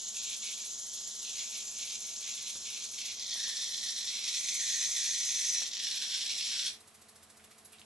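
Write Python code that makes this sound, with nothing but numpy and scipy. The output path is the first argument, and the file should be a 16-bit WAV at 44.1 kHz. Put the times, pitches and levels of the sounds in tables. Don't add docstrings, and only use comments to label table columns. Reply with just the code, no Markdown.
import sys
import numpy as np
from scipy import signal
from scipy.fft import rfft, irfft, next_fast_len
from scipy.io import wavfile
from scipy.ndimage import uniform_filter1d

SR = 44100
rng = np.random.default_rng(int(sys.argv[2]) if len(sys.argv) > 2 else 0)


def store_wav(level_fs):
    pcm = np.round(np.clip(np.atleast_2d(level_fs), -1, 1) * 32767)
    wavfile.write(sys.argv[1], SR, pcm.T.astype(np.int16))


N = 346177
TIME = np.arange(N) / SR
TURNS_HZ, FIRST_STROKE_S = 14.139, .0085
JET_DB_PER_DB, SPRAY_DB_PER_DB, JET_SAG_HZ_PER_DB = 0.16, 0.27, 13

# (frequency [Hz], relative level [dB])
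RUSH_COLOUR = [(15, -42), (30, -31), (80, -13), (160, -5.5), (230, -5), (350, -6.5), (440, -4), (550, -7),
               (720, -5), (900, -6.5), (1100, -3), (1500, -7), (2800, -8.5), (5200, -12), (11500, -17.5)]
# (frequency [Hz], time to fade by 60 dB [s])
ECHO_TIMES = [(200, 0.46), (2000, 0.28), (6000, 0.18), (11000, 0.078)]
# (frequency [Hz], level [dB])
KITCHEN_TONES = [(436, -77), (732, -80)]
# (multiple of the shaft speed [-], level [dB])
HUM_TONES = [(7, -85), (8, -107), (9, -85.5), (10, -99), (12, -87), (13, -117), (14, -103), (15, -77),
             (16, -77), (45, -84.5), (47, -80), (48, -83)]
# (time [s], level [dB])
BASE_KNOCKS = [(2.556, -44.5), (3.357, -46), (3.476, -46), (4.892, -49), (5.619, -41)]
# (time [s], level [dB], fade time [s],
# pitch [Hz])
SPITS_AND_TICKS = [(.44, -48, .03, 9500), (2.48, -45.5, .03, 9300), (3.196, -33, 0.0039, 4800),
                   (3.295, -34, 0.0036, 5500), (3.37, -47, .04, 8730), (5.715, -37, .003, 4500),
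                   (5.748, -40, .003, 5800), (5.769, -33, 0.0034, 4000), (5.792, -42, 0.0055, 4160),
                   (5.887, -35, 0.0058, 3800), (6.66, -41, 0.028, 9370), (6.745, -50, .01, 4200),
                   (7.395, -59, 0.015, 1980), (7.441, -57, 0.0088, 2800), (7.512, -55, 0.01, 2480),
                   (7.648, -51, 0.022, 11100), (7.731, -55.5, 0.031, 2760), (7.785, -48, .002, 3800),
                   (7.796, -52, 0.0027, 4000), (7.816, -45.5, 0.0022, 3500)]
# (frequency [Hz], relative level [dB])
PUFF_COLOUR = [(400, -4), (1200, -5.5), (2000, -0.5), (2900, -10), (3800, 2), (5200, 0.5), (6200, 1.5),
               (7500, 3.5), (8500, 3), (9800, -6), (11400, 4.5)]
# (time [s], flow level [dB], centre of the jet [Hz])
LEAK_FLOW = [(0, -43.3, 6700), (1.1, -43.5, 6600), (2.4, -43.5, 6460), (3.16, -45, 6150),
             (3.33, -41.5, 5850), (4.2, -41.5, 5754), (4.52, -37, 6274), (5.45, -35, 6100),
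             (5.59, -32.5, 5870), (5.7, -47, 5750), (5.81, -40.5, 5600), (6.15, -41.5, 5404),
             (6.68, -40, 5516), (6.72, -53.5, 5400), (6.76, -62, 5470), (6.79, -84, 5430)]
# (time [s], body of the hiss over the flow [dB], sputter over the flow [dB], film pitch [Hz])
RESTING_WATER = [(0, -9, -21, 2885), (.75, -12, -25, 3100), (1.15, -8.5, -22, 3043),
                 (1.7, -13, -18.5, 2390), (2.6, -6.5, -20.5, 2493), (3.15, -7, -18, 2050),
                 (3.23, 0, -16, 1902), (4.0, -.5, -15.5, 1720), (4.14, 1, -8, 2100),
                 (4.48, -5, -12.5, 1950), (5.6, -9, -18, 1830), (5.75, 0, -11, 1747),
                 (6.08, -0.5, -10, 1437), (6.32, 1, -7, 1797), (6.68, -.5, -9.5, 1550)]
# (start [s], length [s], swell of the body [dB], swell of the sputter [dB], loaded film pitch [Hz])
WATER_GUSHES = [(.12, .09, 5, 10, 2400), (.23, .11, 8.5, 13.5, 2300), (0.406, .11, 9.5, 15.5, 2150),
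                (.55, .12, 4.5, 7, 2300), (0.931, .06, 2.5, 3, 2600), (1.22, .08, 7, 10, 2543),
                (1.322, .12, 7.5, 12, 2105), (1.5, .09, 8, 10, 2181), (1.76, .17, 9, 9.5, 2180),
                (1.99, 0.13, 2.5, 3.5, 2220), (2.21, .1, 3.5, 9.5, 2030), (2.35, 0.16, 5.5, 9.5, 2130),
                (2.64, 0.17, 4, 12, 2200), (2.95, .15, 5, 10, 2000), (3.34, .25, -1, 4, 1660),
                (4.28, 0.0597, 3.5, 2, 1951), (4.58, .25, 0.5, 0.5, 1690), (4.95, 0.16, 1.5, 2.5, 1700),
                (5.34, .11, 3, 3.5, 1720), (5.52, .08, -1.5, 3, 1760), (6.5, .17, 0.5, -0.5, 1420)]
# (time [s], spitting depth before scaling [dB],
# sputter slope above the film pitch [dB per octave], film tone [dB], top of the sputter [Hz])
STEAM_WETNESS = [(0, 1.5, -9, -2.5, 2930), (3.1, 3, 2, -0.5, 2850), (3.25, 3, 1, 6, 2700),
                 (3.5, 1, 4, 12.5, 2730), (4.2, 3.5, -12, -5, 2704), (4.7, 0, 21, 12, 2450),
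                 (5.55, 2.5, 10, 5, 2607), (5.75, 5.5, 11, 5, 2900), (6.05, 1, 14, 8.5, 2920),
                 (6.3, 3.5, 7, -11, 2850), (6.62, -0.5, 12.5, 4.5, 2901)]
# (frequency [Hz], width [Hz], level over plain hiss [dB])
HISS_RESONANCES = [(3231, 18, -1), (3547, 45, -4), (4053, 28, -2), (4381, 20, 1), (5155, 18, -4),
                   (5500, 24, -3), (5678, 28, -4), (6292, 26, -4), (6336, 18, -4), (6497, 26, -3),
                   (6804, 45, -2), (7279, 26, -1)]
# (frequency [Hz], relative level [dB])
BODY_COLOUR = [(2500, -62), (2920, -14), (3170, -1.5), (3550, 4.5), (3750, 3.5), (4080, 5), (4400, 1.5),
               (4620, -18), (4920, -2), (5250, -5.5), (5700, -9), (7500, -26.5)]
# (frequency [Hz], relative level [dB])
JET_COLOUR = [(4000, -15), (4650, -4.5), (4900, -1), (5200, -5.5), (5500, -1), (6800, -2.5), (7100, -2),
              (7850, -4.5), (8150, -18), (9500, -17)]
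SPUTTER_COLOUR = [(1400, 0), (1570, 4.5), (1700, -2), (1850, 4), (2130, -2.5), (2250, 3), (2500, 1),
                  (2800, 0.5)]
# (time [s], level [dB], share that surges with the stroke [0-1])
SPRAY_AMOUNT = [(0, -55.5, 0.67), (3.0, -54, 0.73), (3.19, -62.5, .95), (3.29, -57, .9), (3.38, -51, .6),
                (4.15, -52.5, 0.31), (4.4, -46.5, .37), (5.62, -46.5, .35), (5.7, -58.5, 0.7),
                (5.77, -65, 0.58), (5.83, -51, 0.31), (6.67, -49, 0.26), (6.79, -67.5, 0.88),
                (7.85, -66, .69)]
# (frequency [Hz], relative level [dB])
FIZZ_COLOUR = [(6000, -38), (7700, 15), (8100, 9), (8600, 6), (9100, 7), (9600, 8.5), (10050, 1),
               (10400, 2), (10900, 0), (11300, 6.5), (11600, -36)]
SPURT_COLOUR = [(5000, -25), (7800, 2.5), (8300, 7.5), (9000, 6), (9500, 8), (10000, 5.5), (10600, 9),
                (10950, 3), (11300, 14.5), (11600, -21.5)]
# (frequency [Hz], left minus right [dB])
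MIC_BALANCE = [(60, -11), (79, -9), (100, -0.5), (140, -2), (180, -2.5), (240, -1), (310, 1), (410, -2),
               (540, -1.5), (710, -1.0), (940, -1.5), (1230, -0.5), (1620, -2), (2130, -4), (2810, -3),
               (3690, -1.0), (4860, 0.5), (6400, 0.5), (8420, -2), (11100, -8.5)]


def amp(db):
    return 10 ** (np.asarray(db) / 20)


def unit(x):
    return x / np.sqrt(np.mean(x ** 2) + 1e-20)


def read(points, hz):
    f, value = np.transpose(points)
    return np.interp(np.log(hz + 1), np.log(f + 1), value)


def follow(rows, t):
    s, *columns = np.transpose(rows)
    return [np.interp(t, s, c) for c in columns]


def colour(x, points):
    size = next_fast_len(N + 4096)
    gain = amp(read(points, np.fft.rfftfreq(size, 1 / SR)))
    return irfft(rfft(x, size) * gain, size)[..., :N]


def wander(rate_hz):
    size = next_fast_len(N)
    hz = np.fft.rfftfreq(size, 1 / SR)
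    spectrum = rfft(rng.standard_normal(size)) / np.sqrt(1 + (hz / rate_hz) ** 4)
    return unit(irfft(spectrum, size)[:N])


def sweep(x, shape):
    hz, t, spectra = signal.stft(x, SR, nperseg=512, noverlap=384)
    gain = amp(shape(t, hz[:, None] + 1))
    gain /= np.linalg.norm(gain, axis=0)
    return unit(signal.istft(spectra * gain, SR, nperseg=512, noverlap=384)[1][:N])


def room_rush():
    common, left, right = rng.standard_normal((3, N))
    return amp(-63.0) * unit(colour(common + 0.71 * np.array([left, right]), RUSH_COLOUR))


def kitchen_echo(x, early_db=-11, tail_db=-8):
    size = SR // 2
    bounces = rng.choice([-1., 1.], (2, size)) * (rng.random((2, size)) < 4000 / SR)
    hz, t, spectra = signal.stft(bounces, SR, nperseg=256)
    fade = amp(-60 * t / read(ECHO_TIMES, hz)[:, None]) * (t > .005)
    tail = signal.istft(spectra * fade, SR, nperseg=256)[1]
    early = np.zeros_like(tail)
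    delays_s = rng.uniform(.004, .018, size=10)
    signs = rng.choice([-1, 1], size=10)
    left_lags = rng.integers(-1, 4, size=10)
    for s, sign, lag in zip(delays_s, signs, left_lags):
        early[[0, 1], [round(s * SR) + lag, round(s * SR)]] += sign
    echo = amp(early_db) * early / np.linalg.norm(early[0])
    echo += amp(tail_db) * tail / np.linalg.norm(tail[0])
    echo[[0, 1], [1, 0]] += 1
    return signal.fftconvolve(x[None], echo / np.linalg.norm(echo[1]), axes=1)[:, :N] * amp(0.18)


def base_hum(thrum_multiple=6, thrum_db=-83.5, swing_db=9):
    turns = TURNS_HZ * TIME + 0.0097 * wander(rate_hz=2.2)
    tones = [(thrum_multiple * turns, thrum_db + swing_db * np.tanh(wander(rate_hz=7.4)))]
    tones += [(round(multiple) * turns, db) for multiple, db in HUM_TONES]
    tones += [(hz * TIME + 0.043 * wander(rate_hz=1.9), db) for hz, db in KITCHEN_TONES]
    hum = sum(amp(db) * np.sqrt(2) * np.sin(2 * np.pi * (cycles + rng.random())) for cycles, db in tones)
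    return hum * amp(0.78 * wander(rate_hz=5.4))


def knocks_and_spits():
    out, t = np.zeros(N), np.arange(SR // 8) / SR
    muffle = signal.butter(1, 1300, fs=SR)
    for s, db in BASE_KNOCKS:
        knock = unit(signal.lfilter(*muffle, rng.standard_normal(len(t))))
        add(out, s, amp(db) * knock * np.exp(-t / 0.0019))
    for s, db, fade_s, hz in SPITS_AND_TICKS:
        band = resonate(rng.standard_normal(len(t)), hz, width_hz=2100)
        fizz = unit(resonate(band, hz, width_hz=2100))
        add(out, s, amp(db) * fizz * np.exp(-t / fade_s))
    return out


def resonate(x, hz, width_hz):
    return signal.lfilter(*signal.iirpeak(hz, hz / width_hz, SR), x)


def add(mix, s, sound):
    part = mix[round(s * SR):][:len(sound)]
    part += sound[:len(part)]


def stroke(rise_s, hold_s, fall_s, rest, uneven_db):
    turn, part = np.divmod((TIME - FIRST_STROKE_S) * TURNS_HZ + 1, 1)
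    age = part / TURNS_HZ
    strength = amp(uneven_db * rng.standard_normal(int(turn[-1]) + 1))[turn.astype(int)]
    flow = strength * np.minimum(age / rise_s, 1) * np.exp(-np.maximum(age - hold_s, 0) / fall_s)
    return unit(np.hypot(flow, rest))


def exhaust():
    puffs = stroke(rise_s=0.0089, hold_s=0.014, fall_s=0.0066, rest=.2, uneven_db=0.4)
    return amp(-58) * unit(colour(rng.standard_normal(N), PUFF_COLOUR)) * puffs


def gushing(t, swell_s=.03, drain_s=.055):
    start, length, body_db, sputter_db, loaded_hz = np.transpose(WATER_GUSHES)[:, :, None]
    moments = TIME[::64]
    age = moments - start
    resting_hz = follow(RESTING_WATER, moments)[2]
    passing = np.clip(np.minimum(age / swell_s, 1 - (age - length) / drain_s), 0, 1)
    peaks = (body_db, sputter_db, resting_hz - loaded_hz)
    body, sputter, sag_hz = [np.max(passing * peak, axis=0) for peak in peaks]
    return [np.interp(t, moments, curve) for curve in (body, sputter, resting_hz - sag_hz)]


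def wet_steam(flutter=0.61, unsteady=.2):
    depth_db = 1.87 * follow(STEAM_WETNESS, TIME)[0]
    jitter = wander(rate_hz=760) + 0.86 * wander(rate_hz=48)
    spitting = amp(depth_db * np.tanh(jitter / 2.4))
    film_hz = gushing(TIME)[2] * (1 + unsteady * wander(rate_hz=500))
    spitting *= 1 + flutter * np.cos(2 * np.pi * np.cumsum(film_hz) / SR)
    spitting /= np.sqrt(uniform_filter1d(spitting ** 2, size=5000))
    steam = rng.standard_normal(N) * spitting
    return steam + sum(amp(db) * resonate(steam, hz, width) for hz, width, db in HISS_RESONANCES)


def sputter_shape(t, hz, tone_octaves=0.12, width_octaves=0.16):
    gurgle = 0.032 * np.interp(t, TIME, wander(rate_hz=7.5))
    octaves = np.log2(hz / gushing(t)[2])
    below, above = np.minimum(octaves, 0), np.maximum(octaves, 0)
    _, slope, tone_db, top_hz = follow(STEAM_WETNESS, t)
    low_edge = np.maximum(160 * below, -19 + 14 * below)
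    high_edge = -60 * np.maximum(np.log2(hz / top_hz), 0)
    tone = tone_db * np.exp(-((octaves - tone_octaves - gurgle) / width_octaves) ** 2)
    return read(SPUTTER_COLOUR, hz) + low_edge + high_edge + slope * above + tone


def jet_shape(t, hz, width_hz=1600, whistle_width_hz=480, gentle_flow_db=-42):
    flow_db, centre_hz = follow(LEAK_FLOW, t)
    offset_hz = hz - (centre_hz - JET_SAG_HZ_PER_DB * gushing(t)[0])
    hiss = -10 * np.log10(1 + (2 * offset_hz / width_hz) ** 2)
    whistle_db = np.maximum(3 + 0.62 * (flow_db - gentle_flow_db), 0)
    return read(JET_COLOUR, hz) + hiss + whistle_db * np.exp(-(offset_hz / whistle_width_hz) ** 2)


def spray(steam, swell_db):
    spray_db, share = follow(SPRAY_AMOUNT, TIME)
    pulse = stroke(rise_s=0.0074, hold_s=0.012, fall_s=0.019, rest=0.28, uneven_db=2.0)
    fizz = (1 - share) * unit(colour(steam, FIZZ_COLOUR))
    spurts = share * pulse * unit(colour(steam, SPURT_COLOUR))
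    return amp(spray_db + SPRAY_DB_PER_DB * swell_db) * (fizz + spurts)


def leak(ripple_db=1.3, jet_ripple_db=1.0):
    steam = wet_steam()
    swell_db, sputter_swell_db, _ = gushing(TIME)
    flow_db = follow(LEAK_FLOW, TIME)[0]
    body_db, sputter_db, _ = follow(RESTING_WATER, TIME)
    ripple = wander(rate_hz=26)
    fits = unit(amp(1.9 * np.tanh(2 * wander(rate_hz=58)) + ripple_db * ripple))
    surge = fits * stroke(rise_s=0.0078, hold_s=0.011, fall_s=0.0063, rest=4.0, uneven_db=2.5)
    body = amp(flow_db + body_db + swell_db) * unit(colour(steam, BODY_COLOUR)) * surge
    sputter = amp(flow_db + sputter_db + sputter_swell_db) * sweep(steam, sputter_shape) * surge
    jet = amp(flow_db + JET_DB_PER_DB * swell_db + jet_ripple_db * ripple) * sweep(steam, jet_shape)
    return body + sputter + jet + spray(steam, swell_db)


def scene(lean_left_db=1.4):
    works = kitchen_echo(exhaust() + knocks_and_spits()) * amp(lean_left_db * np.array([[.5], [-.5]]))
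    return kitchen_echo(leak()) + works + base_hum() + room_rush()


def record(dry, top_hz=11530):
    left = colour(dry[0], [(hz, db / 2) for hz, db in MIC_BALANCE])
    right = colour(dry[1], [(hz, -db / 2) for hz, db in MIC_BALANCE])
    treble_cut = signal.firwin(1023, top_hz, window=("kaiser", 9), fs=SR)
    return signal.oaconvolve(np.array([left, right]), treble_cut[None], "same")


dry = scene()
out = record(dry)
store_wav(out)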